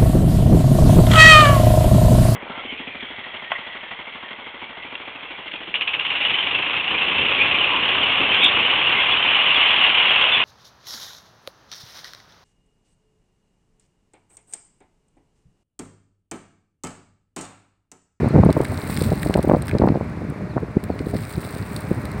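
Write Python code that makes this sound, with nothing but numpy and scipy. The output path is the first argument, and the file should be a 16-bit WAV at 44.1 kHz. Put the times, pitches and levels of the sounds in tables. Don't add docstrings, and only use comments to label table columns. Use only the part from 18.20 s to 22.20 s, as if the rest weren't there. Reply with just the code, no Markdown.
import sys
import numpy as np
from scipy import signal
from scipy.fft import rfft, irfft, next_fast_len
from scipy.io import wavfile

SR = 44100
rng = np.random.default_rng(int(sys.argv[2]) if len(sys.argv) > 2 else 0)


def waveform_to_disk(signal):
    frames = np.transpose(np.atleast_2d(signal))
    scaled = np.clip(frames, -1, 1) * 32767
    samples = np.round(scaled).astype(np.int16)
    wavfile.write(sys.argv[1], SR, samples)


N = 176400
T = np.arange(N) / SR
LOW_CUT_HZ, HIGH_CUT_HZ = 79.7, 15900


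def from_db(db):
    return 10 ** (np.asarray(db) / 20)


def unit_rms(x):
    return x / np.sqrt(np.mean(x ** 2) + 1e-20)


def drift(hz):
    step, settle = 40, 2000
    pole = np.exp(-2 * np.pi * hz * step / SR)
    noise = rng.standard_normal(N // step + settle + 2)
    slow = signal.lfilter([1], [1, -2 * pole, pole * pole], noise)[settle:]
    return np.interp(np.arange(N) / step, np.arange(len(slow)), unit_rms(slow))


def colour(x, spectrum):
    hz, db = np.transpose(spectrum)
    size = next_fast_len(N + SR // 2, True)
    grid_hz = np.maximum(np.arange(size // 2 + 1) * SR / size, 1)
    gain = from_db(np.interp(np.log(grid_hz), np.log(hz), db))
    cepstrum = irfft(np.log(gain), size)
    cepstrum[1:size // 2] *= 2
    cepstrum[size // 2 + 1:] = 0
    return irfft(rfft(x, size) * np.exp(rfft(cepstrum)), size)[:N]


def butter(x, hz, kind):
    return signal.sosfilt(signal.butter(2, hz, kind, fs=SR, output="sos"), x)


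def add(out, start_s, sound):
    i = int(start_s * SR)
    a, b = max(i, 0), min(i + len(sound), N)
    if b > a:
        out[a:b] += sound[a - i:b - i]


# (time [s], relative level [dB])
ENGINE_LEVEL = [(0.0, -43), (2.51, -51), (4.0, -45.5)]
# (frequency [Hz], gain [dB])
ENGINE_SPECTRUM = [(60, -0.5), (300, 5), (800, 5), (1100, 4.5), (2300, -1), (3100, -17.5), (4200, -15),
                   (6300, -24), (8800, -24.5), (12000, -32.5), (16000, -38)]
# (frequency [Hz], level [dB])
ENGINE_TONES = [(296, -46.5), (411, -45.5), (608, -48.5)]
ENGINE_NOISE_DB, TONE_WIDTH_HZ = 9, 9
FIRING_HZ, FIRING_DEPTH = 23.95, 0.061

def engine():
    level_db = np.interp(T, *np.transpose(ENGINE_LEVEL)) + ENGINE_NOISE_DB
    noise = unit_rms(colour(rng.standard_normal(N), ENGINE_SPECTRUM))
    tones = np.zeros(N)
    for hz, db in ENGINE_TONES:
        wander = drift(TONE_WIDTH_HZ) + 1j * drift(TONE_WIDTH_HZ)
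        tones += from_db(db) * np.real(wander * np.exp(2j * np.pi * hz * T))
    throb = 1 + FIRING_DEPTH * np.sin(2 * np.pi * FIRING_HZ * T)
    return (from_db(level_db) * noise + tones) * throb


THUMP_WIDTH_CYCLES, THUMP_PHASE_RAD, PHASE_SPREAD_RAD = 0.34, 1.79, 0.74
BODY_DB, BODY_PITCH_RATIO = -10.5, 0.37

def thumps(eddies):
    out, t = np.zeros(N), np.arange(-SR // 80, SR // 80) / SR
    phases = THUMP_PHASE_RAD + PHASE_SPREAD_RAD * rng.uniform(-1.12, 1, len(eddies))
    for (s, db, hz), phase in zip(eddies, phases):
        swing, body = (np.cos(2 * np.pi * cycles + phase) * np.exp(-(cycles / THUMP_WIDTH_CYCLES) ** 2)
                       for cycles in (t * hz, t * hz * BODY_PITCH_RATIO))
        add(out, s + t[0], from_db(db) * (swing + from_db(BODY_DB) * body))
    return out


SHED_DB, SHED_SPREAD_DB, SHED_SPREAD_S, SHED_PITCH_RATIO = -12.5, 3.5, 0.00646, 1.2
BREAKUP_DB_PER_DB = 0.19

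def shed_eddies(buffets, gust_db, count):
    s, db, hz = np.repeat(buffets, count, axis=0).T
    delay, octaves, size = 2 * rng.random((len(s), 3)).T - 1
    local_db = np.interp(s, T, gust_db)
    size_db = db + SHED_DB + SHED_SPREAD_DB * size + BREAKUP_DB_PER_DB * (local_db - local_db.mean())
    pitch_hz = hz * SHED_PITCH_RATIO * 2 ** (.5 * octaves)
    return np.column_stack([s + SHED_SPREAD_S * delay, size_db, pitch_hz])


WAKE_S, WAKE_DB = 0.015, -22.5

def turbulence_db(buffets, gust_db):
    wake_power, t = np.zeros(N), np.arange(-SR // 10, SR // 10) / SR
    for s, db, _ in buffets:
        add(wake_power, s + t[0], from_db(db + WAKE_DB) ** 2 * np.exp(-(t / WAKE_S - .5) ** 2))
    wake_power *= from_db(BREAKUP_DB_PER_DB * (gust_db - gust_db.max())) ** 2
    return 10 * np.log10(from_db(gust_db) ** 2 + wake_power)


EDDIES_PER_S, EDDY_HZ = 150, 318
EDDY_DB, EDDY_SPREAD_DB, EDDY_DB_PER_DB = -33.5, 9, 1.4

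def flutter(churn_db):
    scatter_db = EDDY_SPREAD_DB * np.clip(rng.standard_normal(N), -2, 2)
    size_db = EDDY_DB + EDDY_DB_PER_DB * (churn_db - churn_db.mean()) + scatter_db
    hz = EDDY_HZ * 2 ** rng.uniform(-1, 1, N)
    born = rng.random(N) < EDDIES_PER_S / SR
    return thumps(np.column_stack([T, size_db, hz])[born])


# (time [s], relative level [dB], pitch [Hz])
BUFFETS = [(0.0327, -3.5, 249), (0.046, -5.5, 367), (0.1441, -0.5, 268), (0.156, -2, 362),
           (0.1623, 5.5, 320), (0.1843, -2.5, 370), (0.1921, -3, 306), (0.2364, 3.5, 420),
           (0.2643, 2.5, 292), (0.2902, -2.5, 393), (0.2981, 1, 396), (0.309, -3, 255), (0.3693, -1.5, 443),
           (0.3754, -6, 358), (0.4053, -0.5, 413), (0.8169, -5, 300), (0.92, -3.5, 380),
           (0.9333, -9.5, 275), (1.0627, -7, 378), (1.098, -3.5, 396), (1.159, 1, 414), (1.179, -5.5, 530),
           (1.1939, -2, 400), (1.2481, -6, 399), (1.2755, -4.5, 305), (1.298, 4, 460), (1.3179, 3, 500),
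           (1.3369, 1, 543), (1.3486, 0, 560), (1.3674, -6, 320), (1.535, -8, 274), (1.5516, -1, 330),
           (1.5995, -5, 283), (1.6208, 0.5, 544), (1.638, 0.5, 470), (1.6467, -1.5, 252), (1.6744, 1, 480),
           (1.704, -4, 210.9), (1.722, -6, 287), (1.758, -5, 444), (1.773, -10, 325.4), (1.811, -8, 454),
           (2.367, -4.5, 390), (2.3799, -8.5, 780), (2.4331, -9, 270), (2.5697, 1.5, 235),
           (2.7024, -6, 402), (2.8082, -11, 234), (2.8696, -10, 276), (2.939, -8.5, 333),
           (2.9559, -11.5, 267), (3.1811, -11, 272), (3.3648, -18, 290), (3.7147, -2.5, 288)]
# (time [s], relative level [dB])
GUSTS = [(0.0, -22.5), (0.68, -28), (1.14, -26.5), (3.33, -33), (4.0, -31.5)]
# (frequency [Hz], gain [dB])
RUMBLE_SPECTRUM = [(20, -43.5), (55, 0.5), (85, 1), (170, -2.5), (400, -20), (700, -35), (1500, -61)]
BUFFET_DB, WIND_TOP_HZ = -0.5, 1980
RUMBLE_DB, RUMBLE_SWING_DB = 3.5, 5

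def wind():
    gust_db = np.interp(T, *np.transpose(GUSTS))
    churn_db = turbulence_db(BUFFETS, gust_db)
    buffets = thumps(BUFFETS) + thumps(shed_eddies(BUFFETS, gust_db, count=4))
    noise = colour(rng.standard_normal(N), RUMBLE_SPECTRUM)
    rumble = unit_rms(noise * from_db(RUMBLE_SWING_DB * drift(hz=15.3)))
    air = from_db(BUFFET_DB) * buffets + from_db(churn_db + RUMBLE_DB) * rumble + flutter(churn_db)
    return butter(np.tanh(air), WIND_TOP_HZ, "low")


# (time [s], length [s], start pitch [Hz], end pitch [Hz], peak level [dB])
CHIRPS = [(0.017, 0.086, 3420, 4850, -50.5), (0.097, 0.02, 4170, 4160, -42), (1.3, 0.08, 4750, 4600, -59),
          (2.281, 0.08, 4900, 3280, -52.5), (2.68, 0.1, 4770, 3760, -54)]

def bird():
    out = np.zeros(N)
    for s, length_s, start_hz, end_hz, db in CHIRPS:
        hz = np.geomspace(start_hz, end_hz, int(length_s * SR))
        whistle = np.sin(2 * np.pi * np.cumsum(hz) / SR)
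        add(out, s, from_db(db) * signal.windows.tukey(len(hz), .5) * whistle)
    return out * np.clip(np.abs(drift(hz=40)), .5, 1)


# (time [s], knock [dB], clack [dB], tick [dB])
STONE_HITS = [(0.0867, -44, -51, -29.5), (0.2494, -32, -36, -30.5), (0.304, -25, -26, -37),
              (0.3277, -29, -18, -22), (0.4142, -30, -21, -27), (0.4468, -22, -28, -22.5),
              (0.451, -15, -19, -33), (0.773, -17, -16, -24), (0.822, -22, -16, -17),
              (1.0304, -11, -35, -17.5), (1.1402, -12, -10, -28), (1.1719, -41, -38, -22),
              (1.2284, -26, -21, -19), (1.422, -31, -24.5, -24), (1.4815, -17.5, -20, -26),
              (1.4938, -18, -23, -35), (1.5127, -18.5, -36, -48), (1.5843, -28, -16, -39),
              (1.6861, -17.5, -28, -56), (2.1, -50, -48, -32.5), (2.639, -31, -28.5, -24.5),
              (2.791, -23.5, -22.5, -58), (2.966, -22.5, -24, -33), (3.5631, -43, -14.5, -19.5),
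              (3.607, -55, -35, -29), (3.854, -30, -23.5, -23.5), (3.9163, -42, -33, -29)]
# (low edge [Hz], high edge [Hz])
STONE_BANDS = [(1300, 2820), (3400, 5830), (7500, 12800)]
# (frequency [Hz], gain [dB])
MIC_COLOUR = [(500, -24), (2000, -3), (3200, -12.5), (4100, -5.5), (6500, -20.5), (8600, -1.5),
              (10300, -13), (12400, -15.5), (15700, -6)]
BAND_GAIN_DB, BAND_T60_S = [0.5, -2, 2.5], [0.014, 0.016, 0.01]

def stones():
    out, t = np.zeros(N), np.arange(SR // 20) / SR
    for k, (band_hz, gain_db, t60_s) in enumerate(zip(STONE_BANDS, BAND_GAIN_DB, BAND_T60_S)):
        envelope = np.zeros(N)
        for s, *levels_db in STONE_HITS:
            add(envelope, s, from_db(levels_db[k] + gain_db - 60 * t / t60_s))
        out += envelope * unit_rms(butter(rng.standard_normal(N), band_hz, "band"))
    return colour(out, MIC_COLOUR)


GRAIN_T60_S = 0.0015

def grains(per_s, spread_db):
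    sizes = from_db(spread_db * np.minimum(rng.exponential(1, N), 4))
    hits = rng.random(N) < per_s / SR
    power_decay = from_db(-60 / (GRAIN_T60_S * SR)) ** 2
    power = signal.lfilter([1], [1, -power_decay], hits * sizes ** 2 / per_s + 1e-18)
    return unit_rms(colour(np.sqrt(power) * rng.standard_normal(N), MIC_COLOUR))


# (start [s], end [s], level [dB], low edge [Hz])
TRICKLES = [(0.28, 1.4, -53.5, 6800), (1.44, 1.58, -43, 2400), (2.78, 4.9, -55.5, 6800)]
CRUMBS_PER_S = 180

def crumbs():
    out = np.zeros(N)
    for start_s, end_s, db, low_hz in TRICKLES:
        progress = np.clip((T - start_s) / (end_s - start_s), 0, 1)
        flow = np.abs(np.sin(np.pi * np.sqrt(progress)))
        ticks = grains(1 + CRUMBS_PER_S * flow, spread_db=2.5)
        out += from_db(db) * flow * unit_rms(butter(ticks, (low_hz, HIGH_CUT_HZ), "band"))
    return out


# (full flow at [s], hold [s], relative level [dB])
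POURS = [(0.694, 0.15, -44), (3.016, 0.44, -50)]
RISE_DB_PER_S, FALL_DB_PER_S = 57, 28.5
FINES_PER_S, FINES_DB, CLUMP_DB = 2500, 5.5, 2.2
GRIT_PER_S, GRIT_DB, GRIT_FLOW_EXPONENT = 200, -53.5, 0.8

def soil():
    flow = np.zeros(N)
    for full_s, hold_s, db in POURS:
        before_s, after_s = np.maximum(full_s - T, 0), np.maximum(T - full_s - hold_s, 0)
        flow += from_db(db - RISE_DB_PER_S * before_s - FALL_DB_PER_S * after_s)
    surge = flow / flow.mean()
    density = np.sqrt(surge)
    fines = grains(FINES_PER_S * density, spread_db=6) * from_db(FINES_DB + CLUMP_DB * drift(hz=35))
    grit = sum(butter(grains(GRIT_PER_S * density, spread_db=5), band_hz, "band")
               for band_hz in STONE_BANDS[:2])
    return flow * fines + from_db(GRIT_DB) * surge ** GRIT_FLOW_EXPONENT * unit_rms(grit)


def scene():
    return (engine() + soil() + crumbs() + stones() + bird() + wind())[None]


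def record(dry):
    clipped = np.clip(butter(dry, LOW_CUT_HZ, "high"), -1, 1)
    return signal.sosfilt(signal.ellip(12, .1, 80, HIGH_CUT_HZ, fs=SR, output="sos"), clipped)


dry = scene()
out = record(dry)
waveform_to_disk(out)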